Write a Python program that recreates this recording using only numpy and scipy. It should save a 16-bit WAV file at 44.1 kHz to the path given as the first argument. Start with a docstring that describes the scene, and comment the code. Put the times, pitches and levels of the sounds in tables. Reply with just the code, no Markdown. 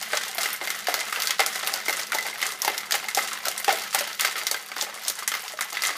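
"""In a kitchen, close to a phone: ice cubes thrown to and fro in a hand-held steel shaker, about four strokes a second.
Each cube that lands booms in the hand-damped can (decaying modes), rings its wall, cracks (noise bursts) and clinks.
Random chips and melt water clatter between, and filtered noise makes the drink hiss; both swell with the strokes.
A short room tail follows the shaker, over a low kitchen rumble of shaped noise with a faint sine hum."""
import sys
import numpy as np
from scipy import signal
from scipy.fft import rfft, irfft
from scipy.io import wavfile

SR = 44100
rng = np.random.default_rng(int(sys.argv[2]) if len(sys.argv) > 2 else 0)


def master(y):
    """Save y as 16-bit WAV."""
    cut = np.clip(np.atleast_2d(y).T, -1, 1)
    pcm = np.round(cut * 32767)  # scale
    wavfile.write(sys.argv[1], SR, pcm.astype(np.int16))


N = 263420  # length in samples


def undb(db):
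    """Decibels to amplitude; twice the decibels gives energy."""
    return 10 ** (np.asarray(db) / 20)


def kitchen(rumble_db=-56.5, hum_hz=59, hum_db=-85):
    """A low rumble of shaped noise with a faint mains hum; both ease off towards the end."""
    # spectrum of the rumble, only its shape matters: hz [Hz], density_db [dB per Hz]
    spectrum = [(15, -57), (25, -20), (86, -8), (199, 7.5), (221, 13.5), (260, -16), (400, -0.5),
                (520, 5.5), (880, -120)]
    hz, density_db = np.transpose(spectrum)
    t = np.arange(N) / SR
    bin_hz = np.arange(1, N // 2 + 2) * SR / N
    shape_db = np.interp(np.log(bin_hz), np.log(hz), density_db)
    rumble = irfft(rfft(rng.standard_normal(N)) * undb(shape_db), N)
    rumble = rumble * undb(rumble_db) / rumble.std()
    hum = np.sqrt(2) * undb(hum_db) * np.sin(2 * np.pi * hum_hz * t)
    ease_db = np.interp(t, (4.1, 4.6), (0, -4.5))
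    return (rumble + hum) * undb(ease_db)


def tumble_db(t, rise_db_per_s=288, fall_db_per_s=113, lull_db=-36):
    """Each surge of the loose load swells quickly and dies away more slowly; their energies add."""
    # strokes of the shaker, the load surging at one end, then at the other:
    # surge_s [s, when the surge is loudest], surge_db [dB], back_after_s [s after that peak], back_surge_db [dB]
    strokes = [(-0.1, -31, 0.094, -25), (0.146, -18, 0.15, -25), (0.414, -19.5, 0.093, -24.5),
               (0.65, -26, 0.096, -25), (0.89, -23.5, 0.099, -21), (1.17, -21, 0.079, -20),
               (1.41, -22.5, 0.11, -21.5), (1.68, -18.5, 0.11, -34), (1.895, -20.5, 0.1, -22.5),
               (2.142, -25.5, 0.11, -21), (2.428, -19.5, 0.07, -33), (2.64, -24.5, 0.11, -24.5),
               (2.939, -23.5, 0.062, -25), (3.171, -20, 0.11, -21), (3.47, -20.5, 0.11, -29.5),
               (3.7, -22, 0.076, -23), (3.956, -19, 0.13, -24.5), (4.215, -23.5, 0.02, -18.5),
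               (4.38, -24, 0.13, -27.5), (4.801, -21, 0.17, -28.5), (5.069, -28.5, 0.1, -29),
               (5.33, -24.5, 0.13, -25), (5.615, -29.5, 0.12, -27), (5.855, -25, 0.051, -24.5)]
    surge_s, surge_db, back_after_s, back_surge_db = np.transpose(strokes)
    peak_s = np.append(surge_s, surge_s + back_after_s)
    peak_db = np.append(surge_db, back_surge_db)
    from_peak_s = t[:, None] - peak_s  # negative while the surge swells
    db = peak_db + np.minimum(rise_db_per_s * from_peak_s, -fall_db_per_s * from_peak_s)
    energy = undb(2 * db).sum(axis=1) + undb(2 * lull_db)
    return 10 * np.log10(energy)


def slosh(level_db=-12.5, low_hz=1500, high_hz=9000):
    """The drink hisses along the wall as the load tumbles: band-passed noise under the tumble level."""
    sos = signal.butter(1, [low_hz, high_hz], "bandpass", fs=SR, output="sos")
    hiss = signal.sosfilt(sos, rng.standard_normal(N))
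    grid_s = np.arange(0, N / SR, .001)  # the level in 1 ms steps
    swell_db = np.interp(np.arange(N) / SR, grid_s, tumble_db(grid_s))
    return hiss * undb(swell_db + level_db)


def train(s, size):
    """One impulse for each blow."""
    x = np.zeros(N)
    place = np.clip((s * SR).astype(int), 0, N - 1)
    np.add.at(x, place, size)
    return x


def fade(x, tau):
    """Every impulse dies away exponentially with time constant tau in seconds."""
    pole = np.exp(-1 / (max(tau, 1e-4) * SR))
    return signal.lfilter([1], [1, -pole], x + 1e-18)  # the offset keeps the filter out of denormals


def ring(s, db, clink_hz, modes, spot_db, near_db=8.0, near_octaves=0.14):
    """Each blow lands at another spot: every mode gets its own strength and sign, with a lift near the clink."""
    out = 0
    chance = rng.standard_normal((len(s), len(modes), 2))
    for k, (hz, mode_db, t60) in enumerate(modes):
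        near = near_db * np.exp(-(np.log2(hz / clink_hz) / near_octaves) ** 2)
        strength_db = db + mode_db + near + spot_db * chance[:, k, 1]
        push = train(s, np.sign(chance[:, k, 0]) * undb(strength_db))
        # a complex pole is one decaying sine
        pole = np.exp(2j * np.pi * hz / SR - np.log(1000) / (max(t60, .005) * SR))
        out = out + signal.lfilter([1], [1, -pole], push + 1e-18).imag
    return out


def burst(s, db, bands, spot_db, tail_db, rise=0.00024, tick_db=-12.5, grit=0.88):
    """A tick at first touch, then a snap with a weaker tail in each band of dense modes."""
    out = 0
    chance = rng.standard_normal((len(s), len(bands)))
    # the cube chatters on the wall: a spiky drive of about unit power, common to the bands
    spikes = np.exp(grit * np.minimum(rng.standard_normal(N), 2) - grit ** 2)
    chatter = rng.standard_normal(N) * spikes
    for k, (hz, width, band_db, snap, tail) in enumerate(bands):
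        sos = signal.butter(2, [hz - width / 2, hz + width / 2], "bandpass", fs=SR, output="sos")
        narrow = SR / 2 / width  # makes up for what the band leaves out
        push = train(s, undb(2 * (db + band_db + spot_db * chance[:, k])))  # energies add
        decay = fade(push, snap) + undb(2 * tail_db) * fade(push, tail)
        energy = fade(decay, rise) / max(rise * SR, 1)  # softens the onset
        tick = undb(tick_db) * narrow * np.sqrt(push)
        out = out + signal.sosfilt(sos, chatter * np.sqrt(narrow * energy) - tick)
    return out


def clink(s, db, clink_hz, turns, size=2048):
    """The cube and the wall under it ring at their own pitch: a sine that decays over a few turns."""
    cycle = clink_hz[:, None] * np.arange(size) / SR
    decay = np.exp(-cycle / turns[:, None])
    grains = undb(db)[:, None] * np.sin(2 * np.pi * cycle) * decay
    place = (s * SR).astype(int)[:, None] + np.arange(size)
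    return np.bincount(place.ravel(), grains.ravel(), N + size)[:N]


def can(s, ring_db, boom_db, crack_db, clink_hz, spot_db):
    """What the shaker does when ice strikes it: hollow boom, wall ring, ice crack and clink add up."""
    # modes of the hollow can, damped by hands and drink: hz [Hz], mode_db [dB], t60_s [s]
    boom_modes = [(439, -5.5, 0.058), (562, -4.5, 0.092), (649, -3.5, 0.096), (761, -3.5, 0.12),
                  (851, -3.5, 0.072), (940, -37, 0.017)]
    # modes of the steel wall: hz [Hz], mode_db [dB], t60_s [s]
    wall_modes = [(1200, -35, 0.035), (1300, 0, 0.063), (1541, -8.5, 0.16), (1874, 2, 0.04),
                  (2010, -5.5, 0.24), (2094, 3, 0.047), (2104, -1, 0.065), (2802, -7, 0.069),
                  (3240, -15.5, 0.075), (3470, -7.5, 0.024), (4644, -3, 0.062), (5280, -4, 0.031),
                  (6940, -22, 0.049)]
    # can modes too dense to tell apart, the first band for the boom, the others for the wall:
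    # hz [Hz], width_hz [Hz], band_db [dB], snap_s [s], tail_s [s]
    shell_bands = [(638, 680, -16, 0.0014, 0.035), (1728, 1190, -10.5, 0.0015, 0.014),
                   (2706, 2340, -11, 0.0028, 0.02)]
    # the cracking ice, same columns: hz [Hz], width_hz [Hz], band_db [dB], snap_s [s], tail_s [s]
    crack_bands = [(5340, 3680, 0.17, 0.00085, 0.0074), (7990, 5440, 0.097, 0.0011, 0.0089),
                   (11570, 5430, -0.64, 0.00067, 0.0065)]
    boom = ring(s, boom_db - 18, clink_hz, boom_modes, spot_db)
    boom = boom + burst(s, boom_db, shell_bands[:1], spot_db, tail_db=-13)
    wall = ring(s, ring_db - 18, clink_hz, wall_modes, spot_db)
    wall = wall + burst(s, ring_db, shell_bands[1:], spot_db, tail_db=-10)
    crack = burst(s, crack_db - 9.0, crack_bands, spot_db, tail_db=-10)
    # a low clink follows the boom and lasts more turns, a high one follows the crack
    low, high = clink_hz < 1000, clink_hz > 4000
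    clink_db = np.where(high, crack_db - 4.0, ring_db - 2.0)
    clink_db = np.where(low, boom_db - 5.5, clink_db)
    turns = np.where(low, 7.5, 6.0)
    return boom + wall + crack + clink(s, clink_db, clink_hz, turns)


def chips(count=1500, spread_db=4.5, most_db=6.5, hardness_db=11.0, level_db=-10.0, boom_db=-10.5, crack_db=-2.0):
    """Hundreds of small taps a second, few of them large; hard ones crack and clink high, soft ones boom."""
    chance = rng.random((count, 3))
    s = chance[:, 0] * N / SR
    size_db = np.minimum(-spread_db * np.log(1 - chance[:, 1]), most_db)
    db = tumble_db(s) + level_db + size_db
    hard = 2 * chance[:, 2] - 1  # -1 soft, 1 hard
    tap_boom_db = db + boom_db - hardness_db * hard
    tap_crack_db = db + crack_db + hardness_db * hard
    return can(s, db, tap_boom_db, tap_crack_db, 2400 * 3.57 ** hard, spot_db=5.5)


def knocks():
    """The cubes that stand out: each landing drives the can with its own balance and clink pitch."""
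    # cubes landing: land_s [s], ring_db [dB, wall ring], boom_db [dB over ring, hollow boom],
    # crack_db [dB over ring, ice crack], clink_hz [Hz]
    landings = [(0.027, -22.5, -19, 7.5, 2960), (0.132, -10, -6, -26, 604), (0.382, -14, -2, 1.5, 682),
                (0.432, -25, 1, 7, 4630), (0.458, -16.5, 0.5, 2, 1970), (0.613, -18.5, 7, -23, 2100),
                (0.673, -14.5, -3, -3, 2080), (0.703, -13.5, -27, 0, 7300), (0.87, -17, -10, 1.5, 4640),
                (0.884, -18, 8, -1, 722), (0.941, -13, -1.5, 5, 2150), (1.126, -11.5, -27, -3, 1290),
                (1.16, -14, -18, -12, 2750), (1.221, -16.5, -29, 6.5, 4970), (1.272, -18.5, -27, 8, 4550),
                (1.307, -13.5, -21, 5.5, 3280), (1.394, -5.5, -1.5, -12, 787), (1.403, -9, -1.5, -3, 2100),
                (1.417, -17, -23, -6, 1990), (1.462, -20.5, -6, 12.5, 740), (1.557, -20.5, -0.5, 4, 2150),
                (1.631, -15, -2, -18, 767), (1.673, -15.5, -3, 0.5, 2700), (1.739, -25.5, 7, 10, 4700),
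                (1.861, -21, -2, -6, 2050), (1.882, -13, 1, -2, 2250), (1.895, -17.5, 6, 2.5, 2140),
                (1.927, -15, -15, 3.5, 2060), (1.995, -25, -14, 6.5, 5500), (2.12, -14.5, -20, -0.5, 1394),
                (2.13, -17.5, -6, -15, 2270), (2.148, -25.5, 15, 17, 877), (2.185, -17, -3.5, 1, 2020),
                (2.416, -18, -9, 0, 2980), (2.427, -15.5, -11, -1, 2050), (2.619, -25.5, -24, 19, 5700),
                (2.648, -16.5, 0, 9, 936), (2.678, -10, -1, -4, 825), (2.698, -23.5, 10, -15, 2000),
                (2.779, -27.5, 0, 14, 7500), (2.909, -19, -6, 7, 1730), (2.921, -13.5, -1, 7, 7900),
                (2.941, -15.5, 2, 1, 812), (2.952, -17.5, -7, 1.5, 6300), (3.085, -18, -37, 5, 2180),
                (3.148, -24, 2, 16, 5450), (3.173, -13.5, 4.5, -1, 783), (3.188, -15.5, -12, -1, 1940),
                (3.454, -18, -13, 6.5, 1430), (3.469, -17.5, 3, -12, 1340), (3.483, -19.5, -3.5, 8.5, 693),
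                (3.578, -24.5, -26, 11, 2080), (3.645, -17.5, -21, 5.5, 4900), (3.68, -11.5, 7.5, -17, 811),
                (3.691, -10, -0.5, -11, 759), (3.706, -12, -7, -8, 840), (3.726, -24.5, 7, 11.5, 652),
                (3.928, -20, -19, -14, 4230), (3.947, -15, 3.5, 8, 789), (4.008, -12, -4.5, -5, 579),
                (4.196, -12.5, -36, 0, 3500), (4.209, -15.5, -31, 8.5, 3600),
                (4.248, -10.5, -1.5, -4, 1560), (4.356, -18, -4, -20, 2000), (4.468, -15.5, -10, 9.5, 3500),
                (4.513, -17, 3, 9.5, 4500), (4.544, -15, -1.5, -8, 1600), (4.717, -21.5, -3, -6, 2230),
                (4.765, -19.5, 4, -5, 1450), (4.824, -23.5, 7.5, 10, 7400), (5.081, -32, -8.5, 19.5, 6860),
                (5.083, -29.5, -5, 16, 5560), (5.099, -25, 5, 14.5, 6700), (5.19, -21.5, -4.5, 1, 2010),
                (5.224, -23, -9, -5, 1190), (5.277, -14, -33, 6, 1910), (5.318, -16, -29, -0.5, 3250),
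                (5.339, -16.5, -16, 3, 2010), (5.351, -22.5, -1.5, 7.5, 4640), (5.536, -33.5, 7, 0, 620),
                (5.589, -19.5, -1.5, -23, 1210), (5.609, -14, -6, 2, 2110), (5.729, -28.5, 8.5, 9, 6500),
                (5.77, -15.5, -29, -5, 2060), (5.821, -20, -25, 11, 4700), (5.836, -13.5, -31, 1, 2000),
                (5.851, -12.5, -31, -2, 5800), (5.86, -19, -9, 5, 2000), (5.891, -18, 2.5, -6, 1240),
                (5.954, -24.5, -7, -14, 1140)]
    land_s, ring_db, boom_db, crack_db, clink_hz = np.transpose(landings)
    return can(land_s, ring_db, ring_db + boom_db, ring_db + crack_db, clink_hz, spot_db=2.5)


def room(x, t60=0.49, wet_db=-18.0, damp_hz=5000):
    """Tiles and cupboards return a short, duller tail: decaying low-passed noise convolved with the sound."""
    t = np.arange(SR // 2) / SR
    tail = rng.standard_normal(len(t)) * np.exp(-np.log(1000) * t / t60)
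    tail = tail * (t > .003)  # a short gap before the tail
    tail = signal.lfilter(*signal.butter(1, damp_hz, fs=SR), tail)
    tail = tail / np.sqrt(np.sum(tail ** 2))
    return x + undb(wet_db) * signal.fftconvolve(x, tail)[:N]


def scene(can_low_hz=297):
    """The shaker in its room over the kitchen; a small can radiates little bass, hence the high-pass."""
    load = knocks() + chips() + slosh()
    bass_cut = signal.butter(4, can_low_hz, "highpass", fs=SR, output="sos")
    shaker = signal.sosfilt(bass_cut, load)
    return (room(shaker) + kitchen())[None]


def record(dry, mic_top_hz=15200, top_hz=16500):
    """The phone falls off above its top and then cuts: two steep low-passes in a row."""
    falloff = signal.ellip(8, 1, 35, mic_top_hz, fs=SR, output="sos")
    cut = signal.ellip(8, .2, 25, top_hz, fs=SR, output="sos")
    return signal.sosfilt(cut, signal.sosfilt(falloff, dry))


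dry = scene()
out = record(dry)
master(out)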